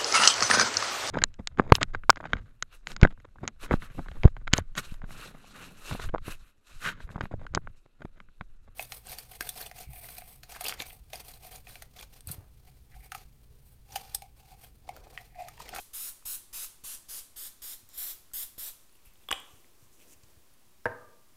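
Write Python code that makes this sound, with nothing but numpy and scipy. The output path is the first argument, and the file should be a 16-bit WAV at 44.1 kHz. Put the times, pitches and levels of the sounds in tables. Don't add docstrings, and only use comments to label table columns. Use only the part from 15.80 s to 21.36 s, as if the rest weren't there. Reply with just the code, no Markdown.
import sys
import numpy as np
from scipy import signal
from scipy.fft import rfft, irfft
from scipy.io import wavfile
from scipy.ndimage import map_coordinates

SR = 44100
rng = np.random.default_rng(int(sys.argv[2]) if len(sys.argv) > 2 else 0)


def volts_from_decibels(level):
    exponent = np.asarray(level, float) / 20
    return 10 ** exponent


def file_out(sig):
    cols = np.atleast_2d(sig).T
    lim = np.clip(cols, -1, 1)
    pcm = np.round(lim * 32767).astype(np.int16)
    wavfile.write(sys.argv[1], SR, pcm)


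N = 245195
LEAD = 13230


def at_hz(points, hz):
    table_hz, values = np.transpose(points)
    return np.interp(np.log(hz), np.log(table_hz), values)


def in_time(rows):
    s, *columns = np.transpose(rows)
    now = (np.arange(N + LEAD) - LEAD) / SR
    return [np.interp(now, s, column) for column in columns]


def place(s):
    return int(round(s * SR)) + LEAD


def coloured(spectrum, low_hz=10, high_hz=20000):
    hz = np.maximum(np.fft.rfftfreq(N + LEAD, 1 / SR), 1)
    edges = np.sqrt((1 + (low_hz / hz) ** 10) * (1 + (hz / high_hz) ** 10))
    part = volts_from_decibels(at_hz(spectrum, hz)) / edges
    noise = irfft(rfft(rng.standard_normal(N + LEAD)) * part, N + LEAD)
    return noise / np.sqrt(np.mean(part ** 2))


def ring(clicks, hz, t60):
    r = volts_from_decibels(-60 / (t60 * SR))
    w = 2 * np.pi * hz / SR
    return signal.lfilter([0, np.sin(w)], [1, -2 * r * np.cos(w), r * r], clicks + 1e-18)


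def strike(times, dbs, modes, scatter_db, contact_s):
    out = np.zeros(N + LEAD)
    luck = rng.standard_normal((len(times), len(modes)))
    first = place(min(times))
    span = min(SR // 2 + int(contact_s * SR), N + LEAD - first)
    t = np.arange(int(contact_s * SR) + 2) / SR
    for k, (hz, level_db, t60) in enumerate(modes):
        clicks = np.zeros(span)
        clicks[[place(s) - first for s in times]] = volts_from_decibels(dbs + level_db + scatter_db * luck[:, k])
        push = np.cos(2 * np.pi * hz * t) * 2 / len(t)
        pushed = signal.oaconvolve(clicks, push)[:span]
        out[first:first + span] += ring(pushed, hz, t60) * (-1) ** k
    return out


def blips(events):
    out = np.zeros(N + LEAD)
    for s, peak_db, hz, cycles in events:
        t = np.arange(int(1.5 * cycles / hz * SR)) / SR
        out[place(s):place(s) + len(t)] += volts_from_decibels(peak_db - 60 * t * hz / cycles) * np.sin(2 * np.pi * hz * t)
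    return out


def swells(rows):
    out = np.zeros(N + LEAD)
    for s, rise, fall, db in rows:
        shape = np.r_[np.linspace(0, 1, int(rise * SR)), np.linspace(1, 0, int(fall * SR))]
        start = place(s) - int(rise * SR)
        out[start:start + len(shape)] += volts_from_decibels(db) * shape ** 0.97
    return out


# (frequency [Hz], density [dB per Hz])
ROOM_TONE = [(12, -33.5), (20, -2), (33, -16), (86, -10.5), (113, -18), (277, -21.5), (328, -33),
             (357, -24), (542, -24.5), (759, -25.5), (1060, -23), (1480, -27.5), (16000, -30.5)]
# (frequency [Hz], density [dB per Hz])
FRIDGE_DRONE = [(300, -15), (365, -9.5), (440, -32)]


def kitchen_floor():
    return volts_from_decibels(-65.5) * coloured(ROOM_TONE) + volts_from_decibels(-74) * coloured(FRIDGE_DRONE)


def valve(since, held_s, spurt, lag_s):
    build_s, open_s, shut_s = 0.014, 0.0011, 0.017
    build = 1 - (1 - spurt) * np.exp(-since / build_s)
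    opened = 1 - np.exp(-since / (open_s + lag_s))
    return opened * build * np.exp(-np.maximum(since - held_s, 0) / shut_s)


# (time [s], held [s], pressure level [dB], nozzle aimed at the listener [dB], fineness of the mist [dB])
PUFFS = [(-.2, 0.18, -46.5, 3.5, 1.5), (.132, 0.16, -47, 5.5, 1), (0.452, 0.1, -46, 6, 1),
         (0.727, 0.12, -44.5, 3, -0.5), (1.037, 0.11, -47, 5, -5.5), (1.284, 0.11, -47, 5, -3),
         (1.559, .112, -48, 3, 0.5), (1.818, .118, -48, 0.5, 4), (2.174, 0.14, -45.5, -2, 10.5),
         (2.534, 0.099, -46, 2.5, 7), (2.778, 0.11, -46.5, 0, 7)]
HESITATIONS = [
    (2.13, 0.049, -54.5, -5.5, 12.5),
    (2.092, 0.033, -61.5, -9, 4),
]
# (share of full flow in first spurt [0-1], drift of highs [dB/s])
THUMB = [(.6, 2), (0.61, -4), (0.72, -12), (0.5, 10), (0.73, -9.5), (0.43, -8), (0.53, 11.5), (0.76, -6),
         (0.59, -22), (0.76, -18), (0.57, -24), (0.35, 38), (1, 0)]


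def flows():
    dull_start_s = 0.0081
    bright_follows = 0.38
    out = np.zeros((4, N + LEAD))
    since = np.arange(SR // 3) / SR
    for (s, held_s, db, aim_db, fine_db), (spurt, drift) in zip(PUFFS + HESITATIONS, THUMB):
        spurt = np.clip(spurt, 0, 1)
        drift_db = drift * (np.minimum(since, held_s) - held_s / 2)
        wide = valve(since, held_s, spurt, 0)
        high = valve(since, held_s, spurt, dull_start_s * (1 - spurt))
        body = wide * volts_from_decibels(db)
        bright = high * volts_from_decibels(db + aim_db + bright_follows * drift_db)
        top = high * volts_from_decibels(db + aim_db + fine_db + drift_db)
        opening = wide * min(volts_from_decibels(db + 45), 1)
        out[:, place(s):place(s) + len(since)] += [body, bright, top, opening]
    return out


# (sheet echo [ms], glide [ms/s], strength [0-1], second echo [ms], strength [0-1])
MIRROR = [(.8, 0, .45, .6, .3), (.8, -.42, .45, .6, .3), (.77, -.42, .6, .25, .15),
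          (.815, -.36, .4, 1.6, .25), (.705, -.12, .28, .31, .2), (.625, -.24, .3, .192, .3),
          (.62, -.38, .45, .237, .3), (.592, -.26, .5, .24, .2), (.548, -.17, .5, .243, .33),
          (.618, -.63, .63, .252, .3), (.585, -.79, .43, .237, .38)]


def sweep():
    hand_ms = 0.4
    rows = []
    for (s, held_s, *_), (ms, glide, share, ms_2, share_2) in zip(PUFFS, MIRROR):
        glide_2 = glide * (ms_2 > hand_ms)
        for t in (0, held_s):
            rows.append((s + t, ms + glide * t, share, ms_2 + glide_2 * t, share_2))
    return in_time(rows)


def late(x, ms):
    end = place(PUFFS[-1][0]) + SR // 2
    heard_at = np.arange(end) - ms[:end] * SR / 1000
    return np.r_[map_coordinates(x[:end], [heard_at], order=3), np.zeros(len(x) - end)]


# (frequency [Hz], density [dB per Hz])
JET = [(120, -33), (200, -14.5), (791, -9), (1270, -6), (1840, -5), (3430, -8.5), (4430, -9.5), (12200, -3),
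       (14900, -4.5), (16000, -15.5)]


def spray():
    body, bright, top, opening = flows()
    jet = body * coloured(JET, 3000, 7500)
    jet = jet + bright * coloured(JET, 7500, 11500)
    jet = jet + top * coloured(JET, 11500)
    jet = jet + body * volts_from_decibels(-9.5) * coloured(JET, 10, 3000)
    jet = volts_from_decibels(-3.0) * jet
    lows = signal.sosfiltfilt(signal.butter(2, 3500, fs=SR, output="sos"), jet)
    beam = jet - 0.4 * lows
    sheet_ms, sheet, rim_ms, rim = sweep()
    mirrored = sheet * late(beam, sheet_ms) + rim * late(beam, rim_ms)
    gust_band = signal.butter(2, [7.0, 45], "band", fs=SR, output="sos")
    push = signal.sosfilt(gust_band, opening)
    return jet, mirrored, volts_from_decibels(-41) * push


# (frequency [Hz], t60 [s])
KITCHEN = [(125, 0.68), (500, 0.7), (2000, 0.41), (6000, 0.52), (14000, 0.31)]


def kitchen(x):
    t = np.arange(SR) / SR
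    tail = 0
    for hz in 62.5 * 2 ** np.arange(9):
        edges = [hz / 2 ** .5, min(hz * 2 ** .5, .45 * SR)]
        band = signal.butter(2, edges, "band", fs=SR, output="sos")
        tail = tail + signal.sosfilt(band, rng.standard_normal(SR)) * volts_from_decibels(-60 * t / at_hz(KITCHEN, hz))
    tail = tail * np.clip((t - .002) / 0.0013, 0, 1)
    return signal.fftconvolve(x, tail / np.sqrt(np.sum(tail ** 2)))[:len(x)]


# (time [s], peak level [dB], pitch [Hz], time to die away [cycles])
TICKS = [(.425, -51.5, 1200, 12), (.459, -44.5, 960, 7.8), (1.047, -44.5, 1100, 9.5),
         (2.09, -38, 14700, 40), (2.0905, -43, 8000, 22), (2.515, -55, 1370, 25), (2.5355, -30, 8000, 53),
         (1.8205, -35, 8500, 14), (3.095, -59, 4200, 44), (3.127, -52, 10200, 90), (3.154, -55, 2800, 30),
         (3.155, -50, 10500, 30), (3.19, -56, 2500, 12), (3.337, -49, 12000, 43), (3.357, -49, 3300, 9.9),
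         (3.437, -60, 3400, 120), (3.601, -37.5, 9200, 11), (3.6015, -38, 12200, 22),
         (3.845, -49.5, 2100, 12), (4.434, -50, 6800, 30), (4.436, -47, 4800, 18), (4.48, -56, 8000, 15),
         (4.739, -51, 10700, 56), (5.045, -54, 5400, 58)]


def ticks():
    return blips(TICKS)


# (time [s], peak level [dB], pitch [Hz], time to die away [cycles])
THUDS = [(0.456, -49, 120, 1.8), (0.732, -58, 70, 1.9), (1.037, -39, 130, 1.16), (2.031, -55.5, 101, 8),
         (2.169, -64, 60, 3.4), (2.538, -45, 69.5, 1.1), (2.7808, -36, 300, 1.6), (2.781, -47, 79.4, 2.4),
         (3.27, -47, 40.4, 4.3), (3.519, -40, 35, 3.4), (3.737, -43.5, 97, 2), (4.025, -50, 120, 5.5),
         (4.36, -55, 80.4, 6.4), (4.436, -45, 91, 2.7), (4.571, -49, 84.7, 5.2)]


def soft_thuds():
    return blips(THUDS)


# (time of peak [s], rise [s], fall [s], level [dB], fine part relative level [dB])
STROKES = [(3.0, .01, .1, -70, -1), (3.16, 0.045, .02, -76, 8), (3.258, .012, 0.042, -72, 15),
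           (3.44, 0.12, 0.044, -81, 13), (3.72, 0.3, 0.23, -66.5, -1), (4.03, 0.057, 0.065, -67, -5),
           (4.138, 0.028, 0.043, -66.5, 0), (4.22, 0.079, 0.031, -64, -3), (4.332, 0.081, 0.017, -57, -2.5),
           (4.436, .012, .02, -62, -17), (4.5, .04, .06, -74, 0)]
# (time of peak [s], rise [s], fall [s], level [dB])
SQUEAKS = [(3.258, 0.009, 0.096, -65), (3.44, .06, .04, -69), (3.7, 0.074, 0.26, -68.5),
           (4.22, .05, .035, -61), (4.332, 0.057, 0.025, -64), (4.436, .015, .02, -69)]
# (time of peak [s], rise [s], fall [s], level [dB])
SHUFFLES = [(3.16, .05, .03, -75), (3.245, 0.055, 0.03, -68), (3.43, 0.091, .04, -72),
            (3.7, 0.14, 0.73, -68.5), (4.24, 0.095, 0.2, -64.5), (4.48, 0.076, 0.3, -67)]
# (frequency [Hz], density [dB per Hz])
RUB_COLOUR = [(2350, -60), (4000, -56), (5670, -11.5), (7750, -14), (9830, -15), (12900, -15), (14800, -17),
              (16000, -40)]


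def rubbing():
    rub = swells([row[:4] for row in STROKES]) * coloured(RUB_COLOUR, 4800, 9000)
    fine_rows = [(s, rise, fall, db + fine_db) for s, rise, fall, db, fine_db in STROKES]
    fine = swells(fine_rows) * coloured(RUB_COLOUR, 9500)
    squeak = swells(SQUEAKS) * coloured([(1600, -25), (2650, -1), (3900, -25)])
    lows = coloured([(100, -20), (350, -1), (1200, -20)])
    scratch = volts_from_decibels(6.5 * np.clip(lows[::-1], -2, 2) - 6.5)
    return (rub + fine + squeak) * scratch + swells(SHUFFLES) * lows


# (time [s], lip level [dB], shell level [dB], hollow level [dB], crack level [dB])
SNAPS = [
    (3.4872, -28.5, -31.5, -41, -37),
    (3.5077, -40, -24, -37, -38),
    (3.5112, -36, -25, -35, -43),
    (3.5136, -39, -27, -17.5, -24),
    (3.5256, -50, -16.5, -39, -26),
    (3.5272, -44, -15, -43, -31),
]
# (frequency [Hz], level [dB], t60 [s])
CAP = [
    [(3344, -2.5, 0.028), (3430, -8, 0.0089)],
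    [(2994, -3.5, 0.015), (2890, -43.5, 0.0078), (3248, -8, 0.0087), (2204, -7, 0.0067)],
    [(1150, 0, 0.016), (946, -11, 0.0079), (1385, -3, 0.0082), (1810, -3, 0.007)],
    [(789, -2.5, 0.063), (481, 1.5, 0.013), (334, -3, 0.014)],
    [(5960, -11, .003), (4440, 4, 0.0023), (7120, -8, 0.0018), (9300, 1.5, 0.0016), (11100, -4, .002),
     (12300, -1.5, 0.0023), (14200, -14, 0.0017)],
]


def cap():
    s, lip_db, shell_db, hollow_db, crack_db = np.transpose(SNAPS)
    wall_db = -39.5 + 0.84 * (shell_db - shell_db.mean())
    body = np.zeros(N + LEAD)
    for dbs, modes in zip((lip_db, shell_db, hollow_db, wall_db), CAP):
        body += strike(s, dbs, modes, scatter_db=3.5, contact_s=0.00071)
    chatter_s = 0.0012
    t = np.arange(SR // 100) / SR
    slips = rng.standard_normal(len(t)) * np.exp(-t / chatter_s)
    slips = slips / np.sqrt(np.sum(slips ** 2))
    crack = strike(s, crack_db - 6.0, CAP[-1], scatter_db=8, contact_s=0.0002)
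    return body + signal.oaconvolve(crack, slips)[:N + LEAD]


# (time [s], body level [dB], edge level [dB])
SET_DOWN = [
    (5.0559, -13.5, -41.5),
    (5.0586, -18.5, -45.5),
    (5.0645, -19.5, -53),
    (5.102, -37, -72.5),
    (5.116, -36, -70),
]
# (frequency [Hz], level [dB], t60 [s])
CAN_BODY = [(46, -27, 0.08), (103, -26, 0.085), (268, -24, 0.043), (373, -13.5, 0.061), (496, -3, 0.061),
            (642, -6, 0.1), (772, -18.5, 0.087), (920, -8.5, 0.03), (1038, -13, 0.032), (1100, -13, 0.016),
            (1270, -10.5, 0.038), (1600, -10.5, 0.025), (1730, -2.5, 0.0077), (2020, -13, 0.016),
            (2800, -21.5, 0.011)]
# (frequency [Hz], level [dB], t60 [s])
CAN_EDGE = [(3620, -4, 0.0037), (4800, -1.5, 0.0049), (5600, -6, 0.0045), (7700, -3, 0.001),
            (10750, 1, 0.0012)]


def can():
    s, body_db, edge_db = np.transpose(SET_DOWN)
    body = strike(s, body_db - 8.5, CAN_BODY, scatter_db=5.5, contact_s=0.00067)
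    return body + strike(s, edge_db, CAN_EDGE, scatter_db=6.0, contact_s=0.00021)


# (frequency [Hz], level [dB], t60 [s])
NEIGHBOUR = [(1186, -54, 0.79), (1220, -51, 0.43)]


def neighbour():
    return strike([SET_DOWN[0][0]], 0, NEIGHBOUR, scatter_db=1, contact_s=0.17)


def scene():
    floor = kitchen_floor()
    jet, mirrored, push = spray()
    small = ticks() + soft_thuds() + rubbing()
    snap = cap()
    knock = can()
    room = kitchen(volts_from_decibels(-8.0) * jet + volts_from_decibels(-12) * snap + volts_from_decibels(-10.5) * knock + volts_from_decibels(-14) * small)
    out = floor + jet + mirrored + push + small + snap + knock + neighbour() + room
    return out[None, LEAD:]


def band_limit(x):
    return signal.sosfilt(signal.butter(12, 16820, fs=SR, output="sos"), x)


def record(dry):
    cut = signal.sosfilt(signal.cheby2(16, 50, 16100, fs=SR, output="sos"), dry)
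    mix = cut - 0.00128
    return band_limit(mix)


dry = scene()
out = record(dry)
file_out(out)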